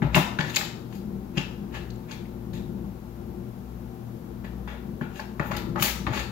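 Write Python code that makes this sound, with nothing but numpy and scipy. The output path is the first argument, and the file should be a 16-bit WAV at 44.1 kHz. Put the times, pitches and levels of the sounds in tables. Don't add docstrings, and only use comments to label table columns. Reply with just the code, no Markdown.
import sys
import numpy as np
from scipy import signal
from scipy.fft import rfft, irfft
from scipy.io import wavfile
from scipy.ndimage import uniform_filter1d

SR = 44100
rng = np.random.default_rng(int(sys.argv[2]) if len(sys.argv) > 2 else 0)


def makeup_ratio(level_db):
    decades = np.asarray(level_db, float) / 20
    return 10 ** decades


def master(y):
    cut = np.clip(np.atleast_2d(y).T, -1, 1)
    pcm = np.round(cut * 32767)
    wavfile.write(sys.argv[1], SR, pcm.astype(np.int16))


N = 278269

# time_s, level_db
DRONE = [(0.0, -44), (0.09, -30.5), (0.51, -55), (0.91, -48), (1.03, -47.5), (3.37, -42.5), (3.44, -52),
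         (3.9, -40), (3.99, -70.5), (4.31, -43.5), (5.11, -43.5), (5.5, -47), (5.55, -37.5), (5.82, -46.5),
         (5.92, -37.5), (6.13, -50), (6.2, -35), (6.31, -47)]
# pitch_hz, level_db
MAINS_HUM = [(120, -48), (240, -47.5)]
# pitch_hz,
# width_hz, lift_db
AIR_PEAKS = [(35.5, 10.4, 2.56), (78.2, 4.3, 5.4), (117.8, 5.8, 14), (168, 35, 5.7),
             (201.86, 36, 12.77), (240, 6.9, 3.7), (259, 1.2, 1.7), (313.5, 2.3, 1.7), (320, 3.55, 7),
             (351.2, 30, 11.66), (372, 5.4, 6.4), (460, 83, 3.32), (620.3, 1.3, 2.5), (774, 22, 7.5),
             (879.6, 17.3, 8), (1388.6, 58, 1.22), (15800, 430, 5.6)]
# freq_hz, level_db
AIR_COLOUR = [(22, -2), (40, -3.5), (70, -1), (150, 0), (300, -4), (550, -13), (1100, -19.5), (2000, -29),
              (4000, -34), (7000, -37.5), (8600, -43.5), (11000, -36), (13500, -32), (16000, -36.5)]
# freq_hz, t60_s
ROOM_T60 = [(300, 0.04), (790, 0.9), (2090, 0.4646), (5510, 0.5), (14600, 0.313)]
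# freq_hz, level_db
ROOM_WET = [(150, 6), (500, -2), (1500, -2.5), (4000, 3.5), (9000, 3), (15000, 5)]
# freq_hz, balance_db
BIN_BALANCE = [(60, 7.34), (200, 5.3), (380, 7.8), (700, 11), (1290, 9), (2380, 4.8), (4400, 14.5),
               (15000, 12.96)]
AIR_BALANCE = [(60, 8.1), (110, 11.35), (200, 5.32), (380, 10.1), (700, 16.5), (1290, 8.4), (2380, 2.5),
               (4400, 2.3), (8120, 5.54), (15000, 1.43)]
# freq_hz, likeness [0-1]
LIKENESS = [(60, 1), (130, 0.96), (290, 1), (640, 0.17), (1400, 0.044), (3000, 0.011)]
# freq_hz, level_db
WALL_COLOUR = [(200, 40), (450, -4), (1000, 0), (2700, 1), (4500, -4.5), (7000, -1.5), (8500, -9.5),
               (11000, -6), (14000, -2.5), (15600, -2)]
# pitch_hz, width_hz, lift_db
WALL_MODES = [(620, 43, -1), (705, 30, 1), (973, 75, 5), (1100, 140, -4.5), (1300, 74, 1), (1700, 240, 2),
              (2580, 138, -1.5), (3800, 520, 3.85), (4500, 190, 5.5), (6560, 890, 1.5)]
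BAND_HZ = [870, 2300, 5300, 11500]
SLIP_COLOUR_DB = [-4, 1.5, -4.5, -5.5]
# start_s, level_db, fade_db_per_s, sharpness_db_per_octave, mode_hz
SKIDS = [(0.024, -36.5, 201, -11, 1367), (0.151, -25, 297.5, 2, 2670), (0.162, -26, 158.5, -6, 730),
         (0.394, -32, 129, -4.5, 1830), (0.563, -33, 257, -4.5, 3050), (0.61, -40, 106, -1.5, 3100),
         (1.373, -35, 185, -3.5, 2710), (2.11, -46, 168.5, -0.5, 3480), (2.534, -47, 144, 0.5, 3730),
         (4.443, -45.5, 250, -6.5, 1726), (4.677, -42, 161.5, -6, 3480), (5.013, -43.5, 187.5, -9.5, 1440),
         (5.195, -44.5, 242.5, -11.5, 4460), (5.399, -39.5, 104, -11.5, 1380),
         (5.512, -36, 136, -5.5, 1350), (5.758, -44, 149, -18.5, 1216), (6.068, -33.5, 253, -9, 1210)]
# peak_s, level_db, swell_db_per_s, sharpness_db_per_octave, mode_hz
DRAGS = [(0.138, -41.5, 600, -3.5, 2310), (0.5, -45, 195, 1, 3920), (0.554, -38.5, 600, 3, 4420),
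         (0.95, -55, 200, 3.5, 4800), (1.365, -47, 510, -1, 2700), (1.752, -39, 388, -3.5, 2954),
         (2.58, -62, 300, -2, 3900), (4.75, -55, 200, -10, 3000), (2.099, -48.5, 397, -2.5, 2400),
         (5.178, -48, 181, 1, 2830), (5.47, -70.5, 144.5, 11.5, 14000), (5.57, -44, 191, -2.5, 4430),
         (5.827, -28.5, 412.5, 5, 5700), (5.87, -32, 203.5, 0.5, 2160), (6.144, -35, 400, -1.5, 1300),
         (6.192, -35, 203.5, -1.5, 4450)]
# start_s, peak_db, pitch_hz, t60_s, swell_ms
THUMPS = [(0.019, -12, 186.3, 0.063, 4.6), (0.041, -16.5, 143, 0.041, 11), (0.067, -31.5, 172, 0.086, 13),
          (0.145, -15.5, 179.6, 0.21, 4.5), (0.167, -10.5, 167, 0.091, 6.7),
          (0.391, -20.5, 172, 0.115, 2.3), (0.423, -28, 156.2, 0.088, 6.9), (0.464, -24.5, 210, 0.033, 7.7),
          (1.371, -15.5, 178, 0.058, 5.4), (1.4, -27, 186, 0.052, 5.4), (5.011, -19, 193, 0.033, 7.3),
          (5.4, -17.5, 184, 0.051, 1.2), (5.521, -26, 174, 0.055, 9.1), (5.756, -31, 200.3, 0.067, 4.9),
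          (5.805, -20.5, 189, 0.0292, 3.7), (6.069, -21, 98, 0.025, 3.7), (6.098, -26.5, 123.6, 0.075, 5.1),
          (6.157, -24, 195.5, 0.264, 1.8)]
# start_s, peak_db, pitch_hz, tip_db (above the peak)
TICKS = [(0.147, -29, 2400, -23.5), (0.408, -24, 2230, -28.5), (0.497, -28, 3970, -20.5),
         (0.5464, -21, 4440, -12), (0.56, -9, 4470, -30), (1.9027, -37, 4360, -24), (1.956, -47, 4570, -14),
         (2.113, -31, 3620, -24), (2.254, -44, 2190, -14), (2.5318, -42, 3800, -12.5),
         (5.1572, -35, 2700, -7), (5.1984, -29, 4910, -22), (5.5662, -25, 4970, 3.5),
         (5.5789, -28, 3750, -11.5), (6.1928, -25, 4300, -20)]
# start_s, knock_db, knock_hz, tick_db (above the knock)
PADS = [(0.02, -22.5, 1350, -10), (0.067, -26.5, 568, -9), (0.162, -6.5, 900, -25.5),
        (0.167, -31.5, 976, -15), (0.177, -12, 936, -12), (0.388, -14, 1475, -5.5),
        (0.611, -20.5, 1200, -14.5), (0.627, -29.5, 830, -12), (0.169, -10.5, 620, -25),
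        (4.444, -45, 1080, -14), (4.675, -33, 928, -19), (5.011, -25, 990, -29), (5.195, -24, 1550, -14),
        (5.396, -16.5, 1195, -21), (5.517, -18.5, 1100, -12.5), (5.758, -18, 1210, -18),
        (6.067, -17.5, 1165, -4.5), (6.08, -28.5, 556, -16), (6.174, -22, 1039, -4)]
# start_s, knock_db, knock_hz, tick_db, tip_db (both above the knock)
CLAWS = [(0.146, -16.5, 1045, 11.5, -11), (0.153, -28.5, 1130, 7, -19), (0.407, -19.5, 1670, 3, -28),
         (0.543, -36, 1570, 12, -3), (0.563, -15, 2056, -8, 5.5), (0.567, -25.5, 1700, 15, -2.5),
         (0.926, -38.5, 1060, -4, -16), (1.372, -32, 2030, 8, -23), (1.379, -23.5, 1990, 8, -47),
         (2.11, -32, 1510, -1, -22), (5.797, -23, 2050, -19.5, -4), (5.824, -16, 1220, 4.5, 13.5),
         (6.134, -21.5, 1250, -9, -13)]

AIR_DB, SWELL_DB = -37, 2.5
DRONE_HZ, DRONE_WANDER, DRONE_FLICKER_DB = 59.65, 0.0121, 2.5
ROOM_GAP_S, ROOM_BUILD_S = 0.00033, 0.0051
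RIGHT_SHADE_DB = -2
BIN_LEFT_LAG_S, AIR_RIGHT_LAG_S = 0.00005, 0.000283
SLIPS_PER_S, SLIP_SPREAD_DB, SCRAPE_DB = 5000, 2, -12
LAND_DB_PER_S, LET_GO_DB_PER_S, TREBLE_FASTER = 4000, 196.5, 0.14
SKID_MODE_DB, DRAG_MODE_DB = 0.5, -3
THUMP_DB, TAP_DB, PAD_TIP_DB, BLOW_SEND_DB = 1.5, -1.5, -24, -4
TICK_HZ, TICK_SCATTER, TICK_WIDTH = 2700, 0.089, 0.32
CHATTER_MS, SPOT_SHIFT, SPOT_DB = 0.9, 0.15, -5


def on_log(table, hz):
    freq_hz, value = np.transpose(table)
    return np.interp(np.log(np.maximum(hz, 1)), np.log(freq_hz), value)


def bins(size):
    return np.fft.rfftfreq(size, 1 / SR)


def add(track, start_s, sound):
    i = int(start_s * SR)
    track[i:i + len(sound)] += sound[:len(track) - i]


def walk(rate_hz):
    hold = int(SR / rate_hz)
    levels = np.repeat(rng.standard_normal(N // hold + 1), hold)
    slewed = uniform_filter1d(uniform_filter1d(levels, hold), hold)[:N]
    return slewed / slewed.std()


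def diffuse(size):
    mid, side = rfft(rng.standard_normal((2, size)))
    likeness = np.clip(on_log(LIKENESS, bins(size)), 0, 1)
    shared = np.sqrt(1 + likeness) * mid
    opposed = np.sqrt(1 - likeness) * side * np.array([[1], [-1]])
    return (shared + opposed) / np.sqrt(2)


def ventilator():
    f, t = bins(N), np.arange(N) / SR
    lift = 1 + sum(makeup_ratio(2 * db) / (1 + (2 * (f - hz) / width) ** 2) ** 2
                   for hz, width, db in AIR_PEAKS)
    air = irfft(diffuse(N) * makeup_ratio(on_log(AIR_COLOUR, f)) * np.sqrt(lift), N)
    air *= makeup_ratio(AIR_DB) / air.std()
    rumble = irfft(rfft(air) / (1 + (f / 500) ** 4), N)
    air += rumble * (makeup_ratio(SWELL_DB * walk(6)) - 1)
    time_s, level_db = np.transpose(DRONE)
    drone_level = makeup_ratio(np.interp(t, time_s, level_db) + DRONE_FLICKER_DB * walk(9))
    drone_hz = DRONE_HZ * (1 + DRONE_WANDER * walk(3.78))
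    tones = drone_level * np.sin(2 * np.pi * np.cumsum(drone_hz) / SR)
    tones += sum(makeup_ratio(db) * np.sin(2 * np.pi * hz * t) for hz, db in MAINS_HUM)
    return air + np.sqrt(2) * tones


def first_bounces():
    bounces = np.zeros((2, size := 32768))
    for port, (lag, loss) in zip([0, 1] * 4, rng.random((8, 2))):
        bounces[port, int((0.0004 + 0.004 * lag) * SR)] += makeup_ratio(-9.9 * loss)
    bounces = signal.lfilter(*signal.butter(2, 700, "high", fs=SR), bounces[:, :512])
    bounces[:, 0] += makeup_ratio(np.array([0, RIGHT_SHADE_DB]))
    return bounces


def room_tail():
    size = 32768
    t, f, noise = np.arange(size) / SR, bins(size), diffuse(size)
    late = np.maximum(t - ROOM_GAP_S, 0)
    build = 1 - np.exp(-late / ROOM_BUILD_S)
    tail = np.zeros((2, size))
    for hz in 62.5 * 2 ** np.arange(0, 8.6, 0.5):
        band = np.clip(1 - 2 * np.abs(np.log2(np.maximum(f, 1) / hz)), 0, 1)
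        t60 = np.clip(on_log(ROOM_T60, hz), 0.1, 0.7)
        fade = build * np.exp(-np.log(1000) * late / t60)
        fade /= np.sqrt(np.sum(fade ** 2))
        tail += irfft(noise * band, size) * fade * makeup_ratio(on_log(ROOM_WET, hz))
    return tail


def room(direct, send):
    tail = signal.fftconvolve(send[None], room_tail(), axes=1)[:, :N]
    return signal.oaconvolve(direct[None], first_bounces(), axes=1)[:, :N] + tail


def ports(x, balance, right_lag_s):
    f = bins(N)
    ratio = makeup_ratio(-on_log(balance, f))
    right = ratio * np.exp(-2j * np.pi * f * right_lag_s)
    return irfft(rfft(x) * np.array([np.ones_like(f), right]) * 2 / (1 + ratio), N)


def resonance(hz, width, size):
    f = np.maximum(bins(size), 1)
    return 1 / (1 + 1j * (f - hz ** 2 / f) / width)


def slip_noise():
    sizes = makeup_ratio(SLIP_SPREAD_DB * np.minimum(rng.exponential(size=N), 2))
    slips = (rng.random(N) < SLIPS_PER_S / SR) * rng.standard_normal(N) * sizes
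    return slips / slips.std()


def scrapes():
    slips = slip_noise()
    strokes = [(s, db, LAND_DB_PER_S, fade, sharp, hz, SKID_MODE_DB) for s, db, fade, sharp, hz in SKIDS]
    strokes += [(s, db, swell, LET_GO_DB_PER_S, sharp, hz, DRAG_MODE_DB)
                for s, db, swell, sharp, hz in DRAGS]
    slip_colour = list(zip(BAND_HZ, SLIP_COLOUR_DB))
    out, size, length = np.zeros(N), 16384, 15000
    f = np.maximum(bins(size), 1)
    for peak_s, db, swell, fade, sharp, hz, mode_db in strokes:
        start_s = max(peak_s - 0.12, 0)
        first = int(start_s * SR)
        i = np.arange(first, min(first + length, N))
        drop_db = np.where(i / SR < peak_s, swell, fade) * np.abs(i / SR - peak_s)
        drop_db += 60 * ((i - first) / length) ** 8
        spectrum = 0
        for centre in 520 * 2 ** np.arange(0, 5.1, 0.5):
            octaves = np.log2(centre / BAND_HZ[1])
            top_db = db + sharp * max(octaves, -1.1) + on_log(slip_colour, centre)
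            band = np.sqrt(np.clip(1 - 2 * np.abs(np.log2(f / centre)), 0, 1))
            band /= np.sqrt(np.mean(band ** 2))
            pressure = makeup_ratio(top_db - drop_db * (1.5 + TREBLE_FASTER * octaves) + SCRAPE_DB)
            spectrum = spectrum + rfft(slips[i] * pressure, size) * band
        mode = 1 + makeup_ratio(mode_db) * resonance(hz, 0.22 * hz, size) ** 2
        add(out, start_s, irfft(spectrum * mode, size))
    return out


def ring(hz, t60, size):
    t = np.arange(size) / SR
    return np.sin(2 * np.pi * hz * t) * np.exp(-np.log(1000) * t / t60)


def thumps():
    size = 9000
    out, t_ms = np.zeros(N), np.arange(size) / SR * 1000
    for start_s, db, hz, t60, swell_ms in THUMPS:
        boom = ring(hz, t60, size)
        boom += makeup_ratio(-11.5) * ring(1.61 * hz, 0.92 * t60, size)
        boom += makeup_ratio(-17) * ring(2.1 * hz, t60, size)
        boom *= 1 - np.exp(-(t_ms / swell_ms) ** 2)
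        add(out, start_s, boom / np.abs(boom).max() * makeup_ratio(db + THUMP_DB))
    return out


def strike(chance, modes):
    size, out = len(chance), 0
    t_ms = np.arange(size) / SR * 1000
    push = rfft(chance * np.exp(-t_ms / CHATTER_MS) * np.minimum(t_ms / 0.6, 1))
    for hz, width, db in modes:
        sides = sum(resonance(hz * (1 + SPOT_SHIFT) ** k, 0.73 * width, size) for k in (-3, 3))
        skirt = resonance(hz, 0.94 * hz, size) ** 2
        answer = resonance(hz, width, size) + makeup_ratio(SPOT_DB) * sides
        tick = irfft(push * answer * skirt, size)
        out = out + tick / np.abs(tick).max() * makeup_ratio(db + TAP_DB)
    return out


def taps():
    out, size = np.zeros(N), 2048
    blows = [*((*row, PAD_TIP_DB) for row in PADS), *CLAWS]
    for (start_s, db, hz, tick_db, tip_db), chance in zip(blows, rng.standard_normal((len(blows), size))):
        tick_hz = TICK_HZ * (1 + TICK_SCATTER * chance[-1])
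        knock = (hz, 0.17 * hz, db)
        tick = (tick_hz, TICK_WIDTH * tick_hz, db + tick_db)
        tip = (12500, 8000, db + tip_db)
        add(out, start_s, strike(chance, [knock, tick, tip]))
    for (start_s, db, hz, tip_db), chance in zip(TICKS, rng.standard_normal((len(TICKS), size))):
        tick = (hz, TICK_WIDTH * hz, db)
        tip = (12500, 8000, db + tip_db)
        add(out, start_s, strike(chance, [tick, tip]))
    return out


def scene():
    f = bins(N)
    modes_db = sum(db / (1 + (2 * (f - hz) / width) ** 2) for hz, width, db in WALL_MODES)
    wall = makeup_ratio(on_log(WALL_COLOUR, f) + modes_db)
    blows, drags = irfft(rfft([taps(), scrapes()]) * wall, N)
    booms = thumps()
    send = makeup_ratio(BLOW_SEND_DB) * blows + drags + makeup_ratio(-7) * booms
    box = room(blows + drags + booms, send)
    return ports(box, BIN_BALANCE, -BIN_LEFT_LAG_S) + ports(ventilator(), AIR_BALANCE, AIR_RIGHT_LAG_S)


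def band_limit(x):
    return signal.sosfilt(signal.butter(12, 15780, fs=SR, output="sos"), x)


def record(dry):
    rounded = np.tanh(1.587 * dry) / 1.616
    low_cut = signal.butter(2, 40, "high", fs=SR, output="sos")
    spectrum = rfft(signal.sosfilt(low_cut, rounded))
    mix = irfft(spectrum * (bins(N) < 15780), N)
    return band_limit(mix)


dry = scene()
out = record(dry)
master(out)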